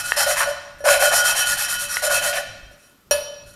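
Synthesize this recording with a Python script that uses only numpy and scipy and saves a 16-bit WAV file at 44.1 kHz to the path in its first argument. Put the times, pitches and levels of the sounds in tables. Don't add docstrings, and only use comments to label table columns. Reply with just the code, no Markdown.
import sys
import numpy as np
from scipy import signal
from scipy.fft import rfft, irfft
from scipy.io import wavfile
from scipy.ndimage import uniform_filter1d

SR = 44100
rng = np.random.default_rng(int(sys.argv[2]) if len(sys.argv) > 2 else 0)


def decibels_to_gain(level_db):
    exponent = np.asarray(level_db, float) / 20
    return 10 ** exponent


def output_pcm(signal):
    pcm = np.clip(np.atleast_2d(signal).T, -1, 1) * 32767
    wavfile.write(sys.argv[1], SR, np.round(pcm).astype(np.int16))


N = 156555
LEAD = SR // 4

# start t/s, length t/s, grit level/dB, rocking re grit level/dB,
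# judder re grit level/dB
HALF_TURNS = [(-.17, 0.037, -31, -6, -12), (-.06, 0.13, -28.5, -18, -6), (0.026, 0.32, -34, -17, -7.5),
              (0.16, 0.14, -23.5, 0, 1), (0.258, 0.086, -27, 6.5, 2.5), (0.357, 0.13, -27.5, -4, 5.5),
              (0.452, 0.083, -40.5, 15, -26), (0.845, 0.18, -24, 10.5, 3), (0.99, 0.24, -23.5, 6.5, 0.5),
              (1.109, 0.25, -22.5, -1.5, -2), (1.233, 0.14, -24, -26, -2), (1.345, 0.22, -25.5, -7, -0.5),
              (1.453, 0.14, -25, -17, -6), (1.567, 0.27, -26.5, -18.5, -6), (1.675, 0.037, -29, -26, -6),
              (1.779, 0.16, -30.5, -16.5, -17), (1.877, 0.17, -32, -54, -17), (2.019, 0.18, -26, 6.5, -7),
              (2.093, 0.21, -25, 3, -3), (2.209, 0.17, -27.5, 2, -0.5), (2.326, 0.092, -33.5, 6.5, 8.5)]
# start t/s, length t/s, level/dB
BRUSHES = [
    (0.783, .015, -58.5),
    (0.791, 0.017, -63),
    (2.707, 0.048, -64),
    (2.763, 0.18, -63),
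    (3.456, 0.078, -56),
    (3.532, 0.017, -56),
]
# f/Hz, density level/dB
GRIT_SPECTRUM = [(180, -62), (300, -42.5), (1210, -9), (1450, -8), (2090, -18.5), (2550, -21),
                 (3380, -13.5), (10600, -6), (15800, -23)]
# f/Hz, width f/Hz, level/dB
HEAD_MODES = [(1447.2, 17.8, -1.5), (1722, 18, -10.5), (1879, 46, -18.5), (2600.5, 26.5, -10),
              (3029, 5.3, -6.5), (3065, 7.6, -14), (3158, 8.4, -10.5), (4014, 34, -15), (4333, 80, -22.5),
              (5210, 66, -15.5), (5688, 15, -5.5)]
# f/Hz, width f/Hz, level/dB
VALVE_MODES = [(6580, 28, -5), (6800, 34, -1), (7130, 96, -7), (7830, 96, -6), (8660, 34, -3),
               (9140, 32, -2), (9540, 44, 0), (9820, 29, -5), (10200, 23, -4), (10400, 60, -3),
               (11000, 120, -7), (11300, 37, -6), (11600, 140, -7), (12200, 45, -7)]
# f/Hz, width f/Hz, level/dB
CASTING_MODES = [(576, 3, -6), (1456, 1.8, 0), (2585, 4, -7), (3187, 3, -3), (4290, 3, -14)]
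# f/Hz, width f/Hz, level/dB
ROCK_MODES = [(576, 24, 0), (630, 50, -9), (710, 60, -13), (530, 50, -14)]
# f/Hz, width f/Hz, level/dB
JUDDER_MODES = [(703, 64, -2), (834, 61, -1), (1070, 330, -4), (1363, 93, -10), (1470, 30, 2.5),
                (1800, 155, -0.5), (1997, 57, -3), (2457, 590, -7)]
# t/s, peak level/dB, f/Hz
POPS = [
    (0.1204, -6, 1800),
    (1.9693, -11, 1960),
]
# multiple of pop f/Hz, level/dB, t60 t/s
CUP_MODES = [(1, 4.5, 0.012), (.7, -18, 0.026), (1.45, -9.5, 0.017)]
# t/s, level/dB, brightness level/dB
TAPS = [
    (.805, -30, -26.5),
    (.841, -18.5, -27),
    (1.0, -28, -13),
    (2.711, -45, -27),
    (3.1105, -11, -12.5),
]
# f/Hz, level/dB, t60 t/s
SEAT_MODES = [(576, 0, .3), (603, -9, .3), (1448, -15, .25), (1712, -12, .2), (2589, -12, .3),
              (3042, -12, .3), (4250, -14, .2), (5690, -1, .17), (6800, -14, .07), (7138, -19, .2),
              (9534, -8, .2), (9787, -14, .2), (10800, -10, .17), (12200, -13, .12)]
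# f/Hz, density level/dB
CRACK_SPECTRUM = [(400, -32.5), (900, 5), (2200, -5.5), (4500, 0.5), (7500, -13.5), (11000, 1),
                  (15000, -20)]
# t/s, level/dB, f/Hz
THUDS = [
    (0.572, -49, 90),
    (2.479, -40.5, 106),
    (2.629, -38.5, 50.9),
    (3.114, -38.5, 71.5),
]
# f/Hz, t60 t/s
ROOM_T60 = [(100, 1), (600, 0.89), (1500, 1.0), (4000, 1), (9000, 0.66), (15000, 0.22)]
# f/Hz, level/dB
ROOM_COLOUR = [(300, 0), (1500, -2.5), (4000, 1), (8000, -8.5), (14000, 13)]
# f/Hz, density level/dB
AIR_SPECTRUM = [(12, -38), (20, -8), (233, -5), (819, -17), (1430, -11), (1560, -19), (15800, -27)]

SPEED_SKEW, SPEED_POWER = 0.85, 0.75
JUDDER_SKEW, JUDDER_POWER = 0.42, 0.69
TREBLE_POWER, TREBLE_HZ = 1.9, 10500
GRIT_PER_S, GRIT_SPREAD_DB, HISS_DB = 9000, 4.5, 3
SLIPS_PER_S, SLIP_SPREAD_DB = 900, 4
CLUMP_DB, CLUMPS_PER_S = 4, 45
HEAD_DB, VALVE_DB, CASTING_DB, JUDDER_DB = 2.5, -3, -15, -1
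CATCH_PER_S = 18
HEAD_CATCH_DB, VALVE_CATCH_DB, JUDDER_CATCH_DB = 4, 3, 5
RUMBLE_DB, RUMBLE_HZ, LUMPS_DB = -51.5, 140.4, 3
THUD_T60_S = 0.36
CHATTER_S, CHATTER_LOSS_DB, CHATTER_SHARE = 0.005, 2, 0.3
CRACK_DB, CRACK_T60_S = 0.5, 0.32
METAL_LOW_HZ = 458
ROOM_DB, ROOM_DELAY_S = -6, 0.0083
AIR_DB, WHINE_DB, WHINE_HZ = -58, -73, 12500
MIC_TOP_HZ = 16700


def rms_one(x):
    return x / np.sqrt(np.mean(x ** 2) + 1e-20)


def clock():
    return (np.arange(N + LEAD) - LEAD) / SR


def at_hz(points, hz):
    p = np.array(points)
    return np.interp(np.log(np.maximum(hz, 1)), np.log(p[:, 0]), p[:, 1])


def colour(x, spectrum):
    hz = np.arange(len(x) // 2 + 1) * SR / len(x)
    return rms_one(irfft(rfft(x) * decibels_to_gain(at_hz(spectrum, hz)), len(x)))


def lowpass(x, order, hz):
    return signal.sosfilt(signal.butter(order, hz, fs=SR, output="sos"), x)


def drift(rate):
    knots = np.clip(rng.standard_normal(400), -2, 2)
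    return np.interp((clock() + 1) * rate, np.arange(400), knots)


def resonance(x, hz, width):
    r = np.exp(-np.pi * width / SR)
    b = (1 - r * r) / 2 * np.array([1, 0, -1])
    a = [1, -2 * r * np.cos(2 * np.pi * hz / SR), r * r]
    return signal.lfilter(b, a, x + 1e-18)


def ring(times, gains, hz, t60):
    blows = np.full(N + LEAD, 1e-18)
    blows[(np.asarray(times) * SR).astype(int) + LEAD] = gains
    r = decibels_to_gain(-60 / (t60 * SR))
    w = 2 * np.pi * hz / SR
    return signal.lfilter([0, np.sin(w)], [1, -2 * r * np.cos(w), r * r], blows)


def grains(per_s, spread_db):
    n = N + LEAD
    size = decibels_to_gain(spread_db * np.minimum(rng.exponential(1, n), 3))
    sign = rng.choice([-1, 1], n)
    return rms_one(size * sign * (rng.random(n) < per_s / SR))


def turning(starts, lengths, dbs, power, skew=SPEED_SKEW):
    t = clock()
    gain = np.zeros(len(t))
    for start, length, db in zip(starts, lengths, dbs):
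        phase = np.clip((t - start) / length, 0, 1) ** skew
        inside = (t > start) * (t < start + length)
        gain += decibels_to_gain(db) * np.sin(np.pi * phase) ** power * inside
    return gain


def body(drive, modes, catch_db):
    norm = np.sqrt(sum(decibels_to_gain(2 * db) * width for _, width, db in modes) * np.pi / SR)
    out = 0
    for k, (hz, width, db) in enumerate(modes):
        caught = drive * decibels_to_gain(catch_db * drift(CATCH_PER_S))
        out = out + (-1) ** k * decibels_to_gain(db) * resonance(caught, hz, width)
    return out / norm


def grinding():
    start, length, db, rock_db, judder_db = np.transpose(HALF_TURNS)
    gap = np.diff(start, append=9)
    length = np.where(gap < 0.2, gap, length)
    brush = turning(*np.transpose(BRUSHES), SPEED_POWER)
    speed = turning(start, length, db, SPEED_POWER) + brush
    treble_speed = turning(start, length, db, TREBLE_POWER) + brush
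    rocking = turning(start, length, db + rock_db, JUDDER_POWER, JUDDER_SKEW)
    juddering = turning(start, length, db + judder_db, JUDDER_POWER, JUDDER_SKEW)

    grit = grains(GRIT_PER_S, GRIT_SPREAD_DB)
    slips = grains(SLIPS_PER_S, SLIP_SPREAD_DB) * decibels_to_gain(CLUMP_DB * drift(CLUMPS_PER_S))
    hiss = decibels_to_gain(HISS_DB) * colour(grit, GRIT_SPECTRUM)
    dull = lowpass(hiss, 1, TREBLE_HZ)

    out = dull * speed + (hiss - dull) * treble_speed
    out += decibels_to_gain(CASTING_DB) * body(grit * speed, CASTING_MODES, 0)
    out += decibels_to_gain(HEAD_DB) * body(grit * speed, HEAD_MODES, HEAD_CATCH_DB)
    out += decibels_to_gain(VALVE_DB) * body(grit * speed, VALVE_MODES, VALVE_CATCH_DB)
    out += body((grit + slips / 2) * rocking, ROCK_MODES, 0)
    out += decibels_to_gain(JUDDER_DB) * body(slips * juddering, JUDDER_MODES, JUDDER_CATCH_DB)
    return out


def bench():
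    start, length, *_ = np.transpose(HALF_TURNS)
    starts, lengths = [*start, 0.5, 2.4, 3.1], [*length, 0.35, 0.35, 0.6]
    busy = uniform_filter1d(turning(starts, lengths, np.zeros(len(starts)), 0.17), size=5000)
    rumble = rms_one(lowpass(rng.standard_normal(N + LEAD), 2, RUMBLE_HZ))
    thuds = sum(ring([t], decibels_to_gain(db), hz, THUD_T60_S) for t, db, hz in THUDS)
    return decibels_to_gain(RUMBLE_DB + LUMPS_DB * drift(9.4)) * busy * rumble + lowpass(thuds, 2, 220)


def garage_air():
    air = colour(rng.standard_normal(N + LEAD), AIR_SPECTRUM)
    whine = rms_one(resonance(rng.standard_normal(N + LEAD), WHINE_HZ, 30))
    return decibels_to_gain(AIR_DB) * air + decibels_to_gain(WHINE_DB) * whine


def cup_pops():
    return sum(ring([t], decibels_to_gain(db + mode_db), hz * multiple, t60)
               for t, db, hz in POPS for multiple, mode_db, t60 in CUP_MODES)


def seat_taps():
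    t, db, bright = np.repeat(np.transpose(TAPS), 6, axis=1)
    k = np.arange(len(t)) % 6
    t = t + CHATTER_S * k * rng.uniform(0.8, 1.2, len(t))
    db = db - 1 - CHATTER_LOSS_DB * k
    out = 0
    for hz, mode_db, t60 in SEAT_MODES:
        dulling = (bright - bright.max()) * (hz > 2000)
        share = np.where(k, rng.normal(0, CHATTER_SHARE, len(t)), 1)
        out = out + ring(t, decibels_to_gain(db + mode_db + dulling) * share, hz, t60)

    now = clock()
    crack = np.zeros(len(now))
    for hit, hit_db, bright_db in TAPS:
        fall_db = 60 * np.abs(now - hit) / CRACK_T60_S
        crack += decibels_to_gain(hit_db + bright_db + CRACK_DB - fall_db) * (now > hit)
    return out + crack * colour(rng.standard_normal(len(now)), CRACK_SPECTRUM)


def garage(x):
    t = np.arange(SR) / SR
    edges = 100 * 2 ** np.arange(0, 7.6, 0.5)
    onset = np.clip(t / ROOM_DELAY_S - 0.5, 0, 1)
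    tail = 0
    for low, high in zip(edges, edges[1:]):
        half_octave = signal.butter(2, [low, high], "band", fs=SR, output="sos")
        band = signal.sosfilt(half_octave, rng.standard_normal(SR))
        fall = decibels_to_gain(-60 * t / at_hz(ROOM_T60, np.sqrt(low * high)))
        tail = tail + decibels_to_gain(at_hz(ROOM_COLOUR, low)) * band * fall * onset
    return signal.fftconvolve(x, tail / np.sqrt(SR * 0.07))[:len(x)]


def scene():
    highpass = signal.butter(4, METAL_LOW_HZ, "high", fs=SR, output="sos")
    close = signal.sosfilt(highpass, grinding() + cup_pops() + seat_taps())
    mix = close + decibels_to_gain(ROOM_DB) * garage(close) + bench() + garage_air()
    return mix[None, LEAD:]


def band_limit(x):
    return signal.sosfilt(signal.butter(12, 16260, fs=SR, output="sos"), x)


def record(dry):
    top_cut = signal.cheby2(10, 60, MIC_TOP_HZ, fs=SR, output="sos")
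    mix = signal.sosfilt(top_cut, dry)
    return band_limit(mix)


dry = scene()
out = record(dry)
output_pcm(out)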